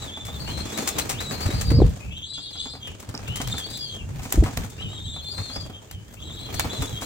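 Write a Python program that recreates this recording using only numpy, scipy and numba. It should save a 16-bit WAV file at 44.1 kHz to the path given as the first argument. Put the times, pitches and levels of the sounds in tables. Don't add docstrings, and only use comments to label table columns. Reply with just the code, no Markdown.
import sys
import numpy as np
from scipy import signal
from scipy.io import wavfile
from scipy.ndimage import uniform_filter1d
from numba import njit

SR = 44100
rng = np.random.default_rng(int(sys.argv[2]) if len(sys.argv) > 2 else 0)


def generate_wav(signal):
    frames = np.transpose(np.atleast_2d(signal))
    scaled = np.clip(frames, -1, 1) * 32767
    pcm = np.round(scaled).astype(np.int16)
    wavfile.write(sys.argv[1], SR, pcm)


N = 310905
ANTIPHASE = np.array([[1], [-1]])


def undb(db):
    return 10 ** (np.asarray(db) / 20)


def level(x, db):
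    return x * undb(db) / np.sqrt(np.mean(x ** 2))


def band(x, lo_hz, hi_hz, order=2):
    return signal.sosfilt(signal.butter(order, [lo_hz, hi_hz], "band", fs=SR, output="sos"), x)


def walk(rate_hz):
    hold = int(SR / rate_hz)
    held = np.repeat(rng.standard_normal(N // hold + 1), hold)
    return 1.6 * uniform_filter1d(uniform_filter1d(held, hold), hold)[:N]


def curves(table):
    times, *columns = np.transpose(table)
    return [np.interp(np.arange(N) / SR, times, column) for column in columns]


def ports(x, pan_db, lag_samples=23):
    return np.array([x * undb(pan_db / 2), np.roll(x, lag_samples) * undb(-pan_db / 2)])


def bursts(impulses, decay_s):
    return signal.lfilter([1], [1, -np.exp(-1 / (decay_s * SR))], impulses) * rng.standard_normal(N)


def ring(force, modes):
    out = 0
    for hz, db, t60_s in modes:
        pole = np.exp((2j * np.pi * hz - np.log(1000) / t60_s) / SR)
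        out = out + undb(db) * signal.lfilter([1], [1, -pole], force).imag
    return out


# time in seconds, pitch in Hz, level in dB.
SQUEAKS = [ (0.28, [(0, 4046, -34), (.046, 3920, -37.5), (.1, 3140, -38), (.125, 3500, -41),
           (.15, 3456, -40), (.19, 3380, -40.5), (.25, 3500, -45), (.3, 3580, -43), (.38, 3620, -47)]),
           (0.26, [(.35, 4220, -48), (.4, 4340, -37), (.44, 4670, -43), (.49, 4450, -41),
           (.53, 4264, -41.5), (.62, 4160, -35)]), (0.17, [(.34, 3750, -53), (.4, 3900, -54),
           (.44, 4350, -47), (.47, 4360, -41), (.53, 4080, -40)]), (0.315, [(.44, 2590, -44),
           (.52, 3290, -42), (.58, 3330, -52), (.65, 3380, -42), (.74, 3455, -49.5), (.8, 3560, -47),
           (.97, 3440, -45)]), (0.33, [(.74, 3830, -40), (.8, 4370, -44), (.86, 4170, -51),
           (.92, 4280, -48), (.98, 3850, -43), (1.03, 4300, -36)]), (0.23, [(1.12, 2570, -45),
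           (1.18, 3160, -39), (1.2, 3940, -38.5), (1.305, 3880, -39), (1.345, 4280, -42.5),
           (1.39, 3970, -45), (1.45, 4310, -43), (1.5, 3870, -41.5), (1.59, 4260, -46), (1.67, 3870, -46),
           (1.83, 3950, -60)]), (0.22, [(1.31, 4350, -46), (1.34, 4680, -38), (1.37, 4370, -57),
           (1.44, 4700, -37), (1.5, 4250, -58), (1.56, 4790, -35), (1.62, 4480, -45), (1.65, 4770, -42),
           (1.71, 4490, -37), (1.775, 4800, -39), (1.82, 3870, -44.5), (1.845, 2610, -46)]),
           (0.423, [(2.0, 2520, -51), (2.12, 2698, -48.5), (2.17, 3300, -33.5), (2.21, 3150, -46),
           (2.25, 3400, -34), (2.31, 3450, -55), (2.36, 3430, -37.5), (2.42, 3376, -49), (2.5, 3360, -41),
           (2.55, 3340, -45.5), (2.61, 3380, -34.5), (2.67, 3450, -38.5), (2.72, 3650, -47),
           (2.84, 3260, -41.5), (2.87, 3210, -40), (2.9, 2726, -38), (2.93, 3150, -42), (2.96, 2850, -61)]),
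           (0.364, [(2.11, 3110, -51), (2.17, 3844, -54), (2.21, 3260, -39.5), (2.27, 4000, -43),
           (2.33, 4040, -36), (2.365, 4280, -37), (2.42, 4110, -47), (2.47, 4240, -43), (2.52, 4150, -41.5),
           (2.57, 4020, -49), (2.625, 4170, -41), (2.68, 4050, -51), (2.73, 4120, -41), (2.78, 4070, -55)]),
           (0.35, [(2.335, 3970, -48), (2.385, 3600, -38.5), (2.43, 3900, -48), (2.5, 3630, -41.5),
           (2.56, 3690, -45.5), (2.63, 3850, -43), (2.67, 3750, -54)]), (0.55, [(2.26, 4050, -48),
           (2.32, 4560, -44), (2.4, 4580, -50), (2.78, 4670, -46.5)]), (0.28, [(3.27, 2687, -35),
           (3.35, 3127, -40), (3.43, 3033, -43), (3.5, 3520, -47), (3.53, 3580, -31), (3.59, 3554, -34.5),
           (3.62, 3200, -36.5), (3.68, 3410, -43), (3.77, 3540, -42), (3.84, 3380, -44), (3.9, 3270, -39),
           (3.97, 3115, -38.5), (4.03, 2590, -49.5)]), (0.25, [(3.62, 4490, -46), (3.66, 4550, -39),
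           (3.7, 4580, -43), (3.75, 4770, -44), (3.82, 4730, -35), (3.87, 4520, -41.5),
           (3.94, 3735, -45.5)]), (0.93, [(3.27, 3196, -42), (3.31, 3533, -54), (3.4, 3630, -56),
           (3.5, 3770, -46), (3.6, 3990, -41)]), (0.56, [(3.64, 3600, -43), (3.7, 3730, -46),
           (3.76, 3880, -40.5), (3.82, 4060, -52)]), (0.27, [(4.7, 3610, -59), (4.77, 3620, -52),
           (4.81, 3880, -50), (4.89, 3690, -45), (5.17, 3852, -41.5), (5.21, 4170, -40), (5.27, 4080, -36),
           (5.325, 4620, -33.5), (5.35, 4290, -33), (5.38, 4100, -36), (5.43, 4330, -35), (5.5, 4070, -43),
           (5.55, 4760, -29.5), (5.6, 4900, -40), (5.66, 4670, -50)]), (0.3, [(4.785, 2700, -43),
           (4.83, 3180, -36), (4.89, 2824, -40.5), (5.0, 3590, -46), (5.06, 3350, -34), (5.11, 3610, -45),
           (5.17, 3470, -33.5), (5.22, 3426, -48), (5.27, 3540, -35.5), (5.34, 3530, -46),
           (5.41, 3630, -43), (5.47, 3600, -49), (5.51, 3470, -47), (5.62, 3420, -51.5), (5.72, 3230, -49),
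           (5.76, 3200, -43), (5.8, 3150, -51)]), (0.16, [(5.9, 2830, -52), (5.93, 3240, -49),
           (5.98, 2980, -58), (6.13, 3260, -65)]), (0.461, [(6.17, 2620, -41), (6.23, 3210, -42),
           (6.45, 3403, -46.5), (6.6, 3370, -42), (6.66, 3620, -36)]), (0.24, [(6.7, 3450, -32),
           (6.77, 3590, -42), (6.84, 3415, -39), (6.9, 3350, -51), (6.97, 3295, -37.5), (7.05, 3110, -55)]),
           (0.46, [(6.19, 3156, -45), (6.25, 3950, -48), (6.31, 3600, -42), (6.36, 3820, -43.5),
           (6.45, 4130, -42.5), (6.64, 4360, -37)]), (0.273, [(6.71, 3890, -41.5), (6.87, 3900, -45),
           (6.94, 3930, -48), (7.0, 3680, -50), (7.05, 4180, -43)]), ]


def squeaks(flutter_hz=400, quaver=.008, jump_s=.03, fade_s=.015, beak_hz=7700, beak_width_hz=1300):
    out, t = np.zeros(N), np.arange(N) / SR
    for hoarse, points in SQUEAKS:
        hz, effort_db = uniform_filter1d(curves(points), int(.008 * SR))
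        held = np.repeat(rng.standard_normal(int(N / SR / jump_s) + 1), int(jump_s * SR) + 1)[:N]
        jumps = .014 * uniform_filter1d(held, int(.004 * SR))
        detune = quaver * walk(55) + jumps + (.003 + .045 * hoarse ** 2) * walk(400)
        flutter = np.sin(2 * np.pi * np.cumsum(flutter_hz * (1 + .15 * walk(30))) / SR)
        phase = 2 * np.pi * np.cumsum(hz * (1 + detune)) / SR + (.2 + 1.5 * hoarse ** 2) * flutter
        resonance = np.exp(-((2 * hz - beak_hz) / beak_width_hz) ** 2)
        octave = undb(-13) * (1.35 + .54 * walk(60)) * resonance * np.sin(2 * phase)
        swell_db = 2 * walk(75)
        falter_db = -9 * np.clip(walk(45) - .4, 0, 2)
        rasp = 1 + (.1 + .55 * hoarse) * walk(700)
        gate = np.clip(np.minimum(t - points[0][0], points[-1][0] - t) / fade_s + .5, 0, 1)
        out += np.sqrt(2) * gate * undb(effort_db + swell_db + falter_db) * rasp * (np.sin(phase) + octave)
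    return out


# time in seconds, level in dB.
BUSTLE = [(0.0, -41.5), (0.27, -44.5), (0.42, -37.5), (1.43, -34), (1.69, -37), (1.9, -45.5), (2.4, -50.5),
          (2.94, -48), (3.4, -41.5), (3.77, -46), (4.24, -43), (4.5, -42), (4.7, -44), (5.1, -46.5),
          (5.52, -41.5), (5.9, -51.5), (6.42, -43), (6.69, -34.5), (7.05, -42.5)]
# frequency in Hz, relative spectral density in dB.
RUSTLE_SPECTRUM = [(250, -12), (500, -18.5), (1000, -27.5), (2000, -32), (4000, -32.5), (7300, -41.5),
                   (10000, -9.5), (13500, -99), (16000, -40.5)]


def bustle(ticks_per_s=60):
    out, swell_db = 0, 1.4 * walk(6.4)
    ticks = (rng.random(N) < ticks_per_s / SR) * undb(46 + 2 * rng.exponential(size=N))
    envelope = signal.lfilter([.004], [1, -.996], 1 + ticks)
    spectrum_hz, spectrum_db = np.transpose(RUSTLE_SPECTRUM)
    for hz in 250 * 2 ** np.arange(0, 6.1, .5):
        mid, side = band(envelope * rng.standard_normal((2, N)), hz / 1.324, hz * .95, order=1)
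        db = np.interp(np.log(hz), np.log(spectrum_hz), spectrum_db) + swell_db + 2.2 * walk(12)
        width = min(hz / 720, 1)
        out = out + undb(db) * (mid + width * side * ANTIPHASE)
    return level(out, .13) * undb(curves(BUSTLE)[0])


# time of the peak in seconds, level in dB, fall time in seconds.
GUSTS = [(0.26, -36.5, 0.053), (0.353, -43, 0.022), (0.8, -46, 0.019), (0.964, -39, 0.018),
         (1.466, -20.5, 0.013), (1.559, -24.5, 0.034), (1.747, -16.5, 0.12), (1.829, -17.5, 0.077),
         (2.076, -35, 0.07), (2.893, -39, 0.034), (3.094, -25, 0.0092), (3.302, -27, 0.018),
         (3.495, -29, 0.067), (4.397, -18, 0.061), (4.588, -26.5, 0.022), (4.863, -30, 0.017),
         (5.07, -41, 0.045), (5.405, -26.5, 0.019), (5.58, -39, 0.021), (5.965, -38.5, 0.047),
         (6.557, -34, 0.016), (6.664, -27, 0.014), (6.806, -19.5, 0.019), (6.933, -34, 0.044)]


def gusts(stir_db=3, rise_share=.59):
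    t = np.arange(N) / SR
    air = undb(curves(BUSTLE)[0] + stir_db + 3.6 * walk(9))
    for peak, db, fall_s in GUSTS:
        width_s = fall_s * np.where(t < peak, rise_share, 1)
        air += undb(db) * np.exp(-((t - peak) / width_s) ** 2)
    return air


# start in seconds, level in dB, frequency in Hz.
EDDIES = [(1.488, -19.5, 285), (1.714, -12.5, 282), (1.786, -11, 262), (1.801, -11.5, 492),
          (1.818, -4, 360), (4.341, -21.5, 310), (4.375, -15.5, 285), (4.381, -16.5, 290),
          (4.424, -13, 330), (4.433, -16.5, 290), (6.658, -32, 242), (4.376, -6.5, 57), (1.743, -8, 99)]


def draught(shedding_hz=97, pop_cycles=1.09):
    mid, side = rng.standard_normal((2, N))
    shedding = np.sin(2 * np.pi * np.cumsum(shedding_hz * 2 ** (.25 * walk(25))) / SR)
    rumble = level(band(mid, 36.3, 155, order=3), -3)
    spread = level(band(side, 39, 189, order=3), -10.5) * ANTIPHASE
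    pops, t = np.zeros(N), np.arange(N) / SR
    for start, db, hz in EDDIES:
        cycles = np.clip((t - start) * hz, 0, 30)
        wave = np.sin(2 * np.pi * cycles) + .2 * np.sin(4 * np.pi * cycles)
        pops += undb(db) * wave * np.exp(-((cycles - pop_cycles) / pop_cycles) ** 2)
    air = gusts()
    churn = level(band(rng.standard_normal(N), 450, 476, order=1), -5.5) * air ** 2
    return air * (undb(-1) * shedding + rumble + spread) + churn + pops


# start in seconds, level in dB, relative gain of the low band in dB,
# sweep time in seconds.
FLAPS = [(0.041, -37.5, 0.5, 0.023), (0.249, -31.5, -5.5, 0.041), (0.475, -40, 8, 0.059),
         (0.573, -31.5, 3, 0.036), (0.773, -25, -3, 0.036), (0.8737, -14, -9, 0.02),
         (0.982, -16, -5.5, 0.023), (1.092, -16, -4.5, 0.028), (1.202, -29, -0.5, 0.05),
         (1.308, -34.5, 3.5, 0.041), (1.405, -28.5, -0.5, 0.048), (1.455, -31.5, 2, 0.037),
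         (1.503, -33, 4, 0.11), (1.61, -21.5, -6.5, 0.014), (1.7023, -30.5, 4.5, 0.024),
         (1.862, -38.5, 3.5, 0.011), (1.893, -40, -33, 0.0075), (2.87, -37, 2, 0.014),
         (2.997, -36, -11, 0.015), (3.023, -40, -9, 0.01), (3.088, -34, -0.5, 0.011),
         (3.279, -32, -2, 0.0088), (3.356, -24, -7.5, 0.023), (3.4137, -25, -4.5, 0.013),
         (3.471, -30.5, -3, 0.066), (3.579, -27.5, -6, 0.029), (3.699, -33.5, -17, 0.073),
         (3.77, -31.5, -40, 0.013), (4.229, -33.5, -9, 0.049), (4.321, -24, -2.5, 0.04),
         (4.436, -32, 4.5, 0.034), (4.531, -36.5, 1, 0.011), (4.569, -26, -16, 0.0099),
         (4.638, -37.5, -2, 0.028), (4.698, -37.5, -31, 0.017), (5.38, -37, 8, 0.0079),
         (5.557, -40.5, 10, 0.015), (5.909, -37.5, -6, 0.025), (6.138, -39, -8, 0.0098),
         (6.54, -29.5, -3.5, 0.025), (6.5934, -20.5, -1, 0.019), (6.818, -27, -11, 0.036),
         (7.0116, -29, -12, 0.091)]


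def flaps(rise_s=.003, slap_s=.009, trail_s=.03):
    t = np.arange(int(.15 * SR)) / SR
    slap = undb(-1) * np.exp(-t / slap_s)
    trail = undb(-18) * np.exp(-t / trail_s)
    low_envelope, envelope = np.zeros((2, N + len(t)))
    for start, db, low_db, sweep_s in FLAPS:
        sweep = np.exp(-(t / sweep_s) ** 2)
        shape = (slap + sweep) * np.minimum(t / rise_s, 1) / 2 + trail
        span = slice(int(start * SR), int(start * SR) + len(t))
        low_envelope[span] += undb(db + low_db) * shape
        envelope[span] += undb(db) * shape
    crackle = undb(2.5 * walk(900))
    feathers = ports(crackle * rng.standard_normal(N), pan_db=23.5)
    feathers += .8 * crackle * rng.standard_normal((2, N))
    low = low_envelope[:N] * level(band(feathers, 400, 2300), 0)
    low *= undb(-5.5 * ANTIPHASE)
    brush = band(feathers, 2300, 11500)
    middle = envelope[:N] * level(brush + undb(-1) * band(brush, 6100, 8260, order=1), -5)
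    top = envelope[:N] * level(band(feathers, 11500, 17500), -14.56)
    return low - middle + top + undb(-52) * ring(low, BOARD_MODES)


def knocks(contacts, modes, scuff_s, scuff_db, ring_db, tap_db):
    blows = np.zeros(N)
    for start, db in contacts:
        blows[int(start * SR)] = undb(db)
    force = bursts(blows, scuff_s) + undb(tap_db) * blows
    return undb(ring_db) * ring(force, modes) + undb(scuff_db) * band(force, 210, 3400, order=1)


# frequency in Hz, gain in dB, time to decay by 60 dB in seconds.
BOARD_MODES = [(284, 15.5, 0.05), (520, 13, 0.017), (806, 11, 0.018), (984, 23, 0.005), (1350, 19, 0.0059),
               (2320, 22, 0.0025)]
# start in seconds, level of the blow in dB.
STEPS = [(0.172, -30.5), (0.282, -28.5), (2.379, -36.5), (2.555, -38), (2.656, -31.5), (2.735, -38),
         (2.751, -37.5), (3.028, -36.5), (3.141, -29), (3.19, -38), (3.401, -23), (3.54, -28.5),
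         (4.194, -31.5), (4.252, -29), (4.46, -23.5), (4.479, -31), (4.573, -25), (4.645, -34),
         (4.809, -34.5), (4.93, -38.5), (5.163, -34), (5.383, -29), (5.498, -32), (5.56, -31.5),
         (5.697, -37.5), (6.297, -38), (6.489, -35), (6.644, -24), (6.823, -22.5), (6.904, -40),
         (7.02, -24.5)]


def footsteps():
    return knocks(STEPS, BOARD_MODES, scuff_s=.015, scuff_db=-2.5, ring_db=-43.5, tap_db=3)


# start in seconds, level in dB, relative gain of the bright band in dB.
SNAPS = [(3.0903, -29, -13), (3.2774, -25, -20), (3.3583, -27, -8), (3.4745, -15, -9), (4.1949, -33, -14),
         (4.3242, -11.5, 3), (4.5735, -10.5, -11), (4.637, -24, -15), (5.5583, -23, -23), (5.912, -28, -2),
         (6.5958, -6.5, -5), (6.821, -15, -23), (7.0199, -37, -11)]


def quill_snaps(decay_s=.0024, dull_db=-5.5):
    dull, bright = np.zeros((2, N))
    for start, db, bright_db in SNAPS:
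        dull[int(start * SR)] = undb(db + dull_db)
        bright[int(start * SR)] = undb(db + bright_db)
    return (band(bursts(dull, decay_s), 700, 5000, order=1)
            + band(bursts(bright, decay_s), 7600, 17000, order=3))


# frequency in Hz, gain in dB, time to decay by 60 dB in seconds.
WIRE_MODES = [(5040, 5, 0.016), (5540, -2, 0.023)]
# start in seconds, level of the blow in dB.
PINGS = [(3.1501, -30), (3.1767, -29), (3.2044, -41)]


def mesh_pings():
    return knocks(PINGS, WIRE_MODES, scuff_s=.00084, scuff_db=-32, ring_db=-10, tap_db=-3)


@njit
def walls(x, lags, gain, damping):
    line, dulled, out = np.zeros((8, 4096)), np.zeros(8), np.zeros((2, len(x)))
    for i in range(len(x)):
        total = 0.
        for k in range(8):
            dulled[k] += (1 - damping) * (gain[k] * line[k, (i - lags[k]) & 4095] - dulled[k])
            total += dulled[k]
            out[k % 2, i] += dulled[k]
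        for k in range(8):
            line[k, i & 4095] = x[i] + dulled[k] - total / 4
    return out


def scene(t60_s=.22, damping=.25):
    calls = squeaks()
    wings = flaps() + ports(quill_snaps(), pan_db=-7, lag_samples=7)
    feet = footsteps() + mesh_pings()
    direct = ports(calls, pan_db=6) + ports(feet, pan_db=-1, lag_samples=6) + wings
    radiated = calls + undb(-4.5) * (wings[0] + feet) + 1e-18
    lags = rng.integers(300, 1500, 8)
    reverberation = walls(radiated, lags, undb(-60 * lags / SR / t60_s), damping)
    return direct + undb(-9) * reverberation + bustle() + draught()


def record(dry, top_hz=16000):
    mid, side = (dry[0] + dry[1]) / 2, (dry[0] - dry[1]) / 2
    mid = signal.sosfilt(signal.butter(4, [10100, 12600], "bandstop", fs=SR, output="sos"), mid)
    side = signal.sosfilt(signal.butter(6, 12600, fs=SR, output="sos"), side)
    return signal.sosfilt(signal.ellip(8, .2, 70, top_hz, fs=SR, output="sos"), mid + side * ANTIPHASE)


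dry = scene()
out = record(dry)
generate_wav(out)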